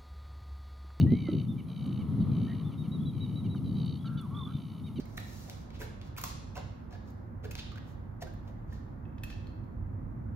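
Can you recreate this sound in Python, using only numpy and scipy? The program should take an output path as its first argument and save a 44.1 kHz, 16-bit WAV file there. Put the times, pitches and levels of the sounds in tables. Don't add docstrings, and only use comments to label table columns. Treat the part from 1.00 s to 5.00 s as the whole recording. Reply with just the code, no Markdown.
import sys
import numpy as np
from scipy import signal
from scipy.fft import rfft, irfft, next_fast_len
from scipy.io import wavfile
from scipy.ndimage import map_coordinates

SR = 44100
rng = np.random.default_rng(int(sys.argv[2]) if len(sys.argv) > 2 else 0)


def to_wav(sig):
    pcm = np.clip(np.atleast_2d(sig), -1, 1) * 32767
    pcm = np.round(pcm).astype(np.int16)
    wavfile.write(sys.argv[1], SR, pcm.T)


N = 176400

# (frequency [Hz], gain [dB])
TERN_THROAT = [(1000, -47), (2350, -8.5), (2620, 1), (3000, 2), (3350, -4.5), (3950, 4), (4400, 1.5),
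               (5200, -28), (6150, -15.5), (7200, -39)]
TERN_PITCH_HZ = 773.3


def amp(db):
    return 10 ** (np.asarray(db) / 20)


def unit(x):
    return x / np.sqrt(np.mean(x ** 2) + 1e-20)


def colour(x, points, tilt_db=0):
    size = next_fast_len(x.shape[-1], True)
    hz = np.fft.rfftfreq(size, 1 / SR) + 1
    point_hz, point_db = np.transpose(points)
    gain_db = np.interp(np.log(hz), np.log(point_hz), point_db)
    gain_db += tilt_db * np.clip(1 - abs(np.log2(hz / 4400)), 0, 1)
    return irfft(rfft(x, size) * amp(gain_db), size)[..., :x.shape[-1]]


def wander(size, rate_hz):
    at = np.arange(size) * rate_hz / SR
    return map_coordinates(rng.standard_normal(4096), [at], order=2, mode="wrap")


def level(curve):
    return amp(np.interp(np.arange(N) / SR, *np.transpose(curve)))


def pan(db):
    return amp(np.array([[db / 2], [-db / 2]]))


def add(mix, start_s, sound):
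    start = round(start_s * SR)
    sound = sound[max(-start, 0):]
    part = mix[max(start, 0):][:len(sound)]
    part += sound[:len(part)]


def gate(t, attack_s, release_s):
    rise = np.sin(np.pi / 2 * np.clip(t / attack_s, 0, 1))
    fall = np.sin(np.pi / 2 * np.clip((t[-1] - t) / release_s, 0, 1))
    return rise * fall


def phase(hz):
    return 2 * np.pi * np.cumsum(hz) / SR


def stereo_noise(points, correlation):
    mid, side = rng.standard_normal((2, N))
    side *= np.sqrt((1 - correlation) / (1 + correlation))
    return unit(colour(np.array([mid + side, mid - side]), points))


def burst(hz, decay_s, skirt_db):
    t = np.arange(8192) / SR
    band = [(hz / 8, 2 * skirt_db), (hz / 2, skirt_db / 2), (hz, 0),
            (hz * 2, skirt_db), (hz * 8, 4 * skirt_db)]
    noise = colour(rng.standard_normal(len(t)), band)
    envelope = t / decay_s * 2 * np.exp(1 - 2 * t / decay_s)
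    return unit(noise * envelope) * np.sqrt(np.mean(envelope ** 2))


def wind():
    # (time [s], level [dB])
    gusts = [(.05, -22), (.2, -31.5), (.36, -30.5), (.8, -40), (.9, -31), (1.03, -32), (1.33, -28),
             (1.62, -35), (2.3, -33), (2.75, -29.5), (2.97, -36.5), (3.3, -37), (3.65, -40), (3.95, -37.5)]
    # (frequency [Hz], gain [dB])
    spectrum = [(36, -42.5), (70, -12.5), (95, -3), (150, 2), (240, -5), (330, -18), (560, -36),
                (5000, -91.5)]
    # (time [s], level [dB], centre [Hz], decay [s])
    hits = [(.121, -18.5, 245, 0.012), (0.286, -25.5, 280, 0.0082), (.315, -32, 300, 0.041),
            (3.545, -28.5, 137, 0.011), (3.982, -29.5, 267, 0.037)]
    # (frequency [Hz], left minus right [dB])
    balance = [(150, 4.5), (250, -4)]
    rumble = unit(stereo_noise(spectrum, 0.89) * amp(1.54 * wander(N, 25.01))) * level(gusts)
    buffets = np.zeros(N)
    for start_s, db, hz, decay_s in hits:
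        add(buffets, start_s, amp(db) * burst(hz, decay_s, skirt_db=-24))
    left, right = rumble + buffets
    return np.array([colour(left, [(hz, db / 2) for hz, db in balance]),
                     colour(right, [(hz, -db / 2) for hz, db in balance])])


def water():
    # (time [s], level [dB])
    swell = [(.5, -62.5), (1.1, -55), (2.1, -60)]
    # (frequency [Hz], gain [dB])
    wash_spectrum = [(600, -2.5), (1300, -1.5), (1600, -19.5), (2100, -14), (2600, -22.5), (3100, -15.5),
                     (4200, -17.5), (5500, -41.5)]
    # (frequency [Hz], gain [dB])
    hiss_spectrum = [(6200, 1.5), (7800, -6), (9800, 6.5), (15000, -3.5)]
    # (time [s], level [dB], centre [Hz])
    drops = [(.862, -64.5, 10100), (2.546, -49, 1080), (2.857, -66, 9800), (3.211, -61, 11000)]
    drips = np.zeros(N)
    for start_s, db, hz in drops:
        add(drips, start_s, amp(db) * burst(hz, decay_s=0.0054, skirt_db=-26))
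    wash = stereo_noise(wash_spectrum, 0.74) * level(swell) * amp(wander(N, 20))
    hiss = amp(-72.5) * stereo_noise(hiss_spectrum, 0.86) * amp(0.96 * wander(N, 47))
    return wash + pan(-0.5) * (drips + hiss)


def tern_voice(hz, noise_gain, tilt_db):
    pulses = unit(np.cos(np.arange(1, 10)[:, None] * phase(hz)).sum(0))
    return unit(colour(pulses + noise_gain * rng.standard_normal(len(hz)), TERN_THROAT, tilt_db))


def tern_rasps(rattle_hz=61, depth=0.91):
    # (time [s], length [s], level [dB], brightness [dB])
    calls = [(-.14, 0.18, -47.5, -5), (0.083, 0.39, -57.5, -6.5), (.662, .38, -61, -7),
             (1.295, .36, -61.5, -8.5), (2.111, 0.31, -66, -12), (2.637, 0.16, -64, 6),
             (2.746, 0.26, -56.5, 9.5), (3.467, 0.36, -63.5, -7)]
    out = np.zeros(N)
    for start_s, length_s, db, tilt_db in calls:
        t = np.arange(0, length_s, 1 / SR)
        beat = phase(rattle_hz * (1 + 0.06 * wander(len(t), 36)))
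        opening = (1 - np.cos(beat)) / 2
        sag = 0.0701 * (np.exp(-5 * t / length_s) - .3)
        bend = 0.042 * (opening - 1 + .4 * np.sin(beat))
        hz = TERN_PITCH_HZ * (1 + sag + bend + 0.0265 * wander(len(t), 900))
        voice = tern_voice(hz, noise_gain=0.5, tilt_db=tilt_db)
        rattle = (1 - depth + depth * opening ** 1.86) * amp(2 * wander(len(t), rattle_hz))
        envelope = gate(t, attack_s=0.12 * length_s, release_s=0.29 * length_s)
        add(out, start_s, amp(db) * envelope * unit(voice * rattle))
    return out


def cry(curve, jitter, roughness, overtone_db, sideband_hz=233.3):
    times_s, hz, db = np.transpose(curve)
    t = np.arange(times_s[0], times_s[-1], 1 / SR)
    angle = phase(np.interp(t, times_s, hz) * (1 + jitter * wander(len(t), 490)))
    tone = np.sin(angle) + amp(overtone_db) * np.sin(2 * angle)
    hoarse = 1 + 2 * roughness * np.cos(phase(sideband_hz * (1 + 0.11 * wander(len(t), 202))))
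    envelope = amp(np.interp(t, times_s, db)) * gate(t, attack_s=.015, release_s=.015)
    out = np.zeros(N)
    add(out, times_s[0], envelope * unit(hoarse * tone))
    return out


def duck_whistle():
    # (time [s], pitch [Hz], level [dB])
    contour = [(.068, 1876, -57), (.178, 2260, -57.5), (.218, 2330, -63.5), (.268, 2060, -54.5),
               (.315, 2000, -62)]
    return cry(contour, jitter=.005, roughness=0.031, overtone_db=-21)


def gull_wails():
    # (time [s], pitch [Hz], level [dB])
    contours = [
        [(.275, 1322, -53.5), (.33, 1288, -65)],
        [(1.475, 1790, -61), (1.54, 1974, -56)],
        [(3.045, 1325, -53.5), (3.175, 1390, -57.5), (3.22, 1330, -56.5), (3.275, 940, -52.5)],
        [(3.31, 1098, -53.5), (3.367, 1190, -50.5), (3.44, 1007, -49)],
        [(3.465, 1180, -53), (3.53, 1406, -57)],
    ]
    return sum(cry(curve, jitter=0.035, roughness=0.18, overtone_db=-27.5) for curve in contours)


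def tern_pipes(length_s=0.059):
    # (time [s], level [dB], pitch [Hz])
    notes = [(.482, -60, 3610), (1.644, -62, 3580), (1.777, -59, 3810), (1.915, -54.5, 3880),
             (2.056, -55, 3924), (2.204, -51, 3890), (2.355, -54.5, 3923), (2.496, -57.5, 3914),
             (2.651, -61, 3950), (3.17, -58, 3510), (3.532, -59.5, 3610), (3.837, -60.5, 3790)]
    t = np.arange(0, length_s, 1 / SR)
    arch = 1 - 0.202 * (t / length_s - 0.398) ** 2
    envelope = gate(t, attack_s=0.0065, release_s=0.025)
    out = np.zeros(N)
    for start_s, db, hz in notes:
        tone = np.sin(phase(hz * (arch + 0.0019 * wander(len(t), 600))))
        add(out, start_s, amp(db) * envelope * unit(tone))
    return out


def tern_yelps(length_s=.033):
    # (time [s], level [dB], brightness [dB])
    calls = [(0.578, -59, -31), (0.994, -60.5, -21), (1.2, -64, 4), (1.714, -63, -20.5),
             (1.836, -62.5, -17), (2.441, -60.5, -14), (2.555, -61, -5), (3.053, -55.5, 2),
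             (3.172, -57.5, -1), (3.862, -63, -16), (3.957, -57.5, -10)]
    t = np.arange(0, length_s, 1 / SR)
    fall = 1 - 0.13 * (t / length_s) ** 3
    envelope = gate(t, attack_s=0.0044, release_s=0.0061)
    out = np.zeros(N)
    for start_s, db, tilt_db in calls:
        hz = TERN_PITCH_HZ * (fall + 0.015 * wander(len(t), 610))
        add(out, start_s, amp(db) * envelope * tern_voice(hz, noise_gain=0.36, tilt_db=tilt_db))
    return out


def tern_trills():
    # (time [s], length [s], level [dB], pitch [Hz], beat rate [Hz])
    calls = [(1.981, 0.13, -61, 3470, 48), (2.971, 0.114, -63, 3380, 60), (3.34, 0.146, -48.5, 3563, 46.8)]
    out = np.zeros(N)
    for start_s, length_s, db, hz, beat_hz in calls:
        t = np.arange(0, length_s, 1 / SR)
        beat = 2 * np.pi * beat_hz * t
        arch = 1 - 0.063 * (2 * t / length_s - 1) ** 2
        pitch_hz = hz * (arch + 0.015 * np.sin(beat) + 0.016 * wander(len(t), 675))
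        tone = np.sqrt(2) * np.sin(phase(pitch_hz))
        chop = 0.05 + np.sin(beat / 2) ** 2
        add(out, start_s, amp(db) * gate(t, attack_s=0.034, release_s=0.027) * chop * tone)
    return out


def shore_echo(calls, t60_s=0.52, onset_s=.02):
    t = np.arange(SR) / SR
    envelope = amp(-60 * t / t60_s) * np.minimum(t / onset_s, 1)
    tail = stereo_noise([(2200, 5), (4000, -1.5)], correlation=0.25)[:, :SR] * envelope
    return signal.fftconvolve(calls[None], tail / np.linalg.norm(tail[0]), axes=1)[:, :N]


def scene():
    terns = tern_rasps() + tern_yelps() + tern_pipes() + tern_trills()
    calls = terns + duck_whistle() + gull_wails()
    return pan(-2.1) * (calls + amp(-12.5) * shore_echo(calls)) + wind() + water()


def record(dry):
    cutoff_hz = 15700
    lowpass = signal.firwin(511, cutoff_hz, window=("kaiser", 9), fs=SR)
    return signal.oaconvolve(dry, lowpass[None], "same")


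dry = scene()
out = record(dry)
to_wav(out)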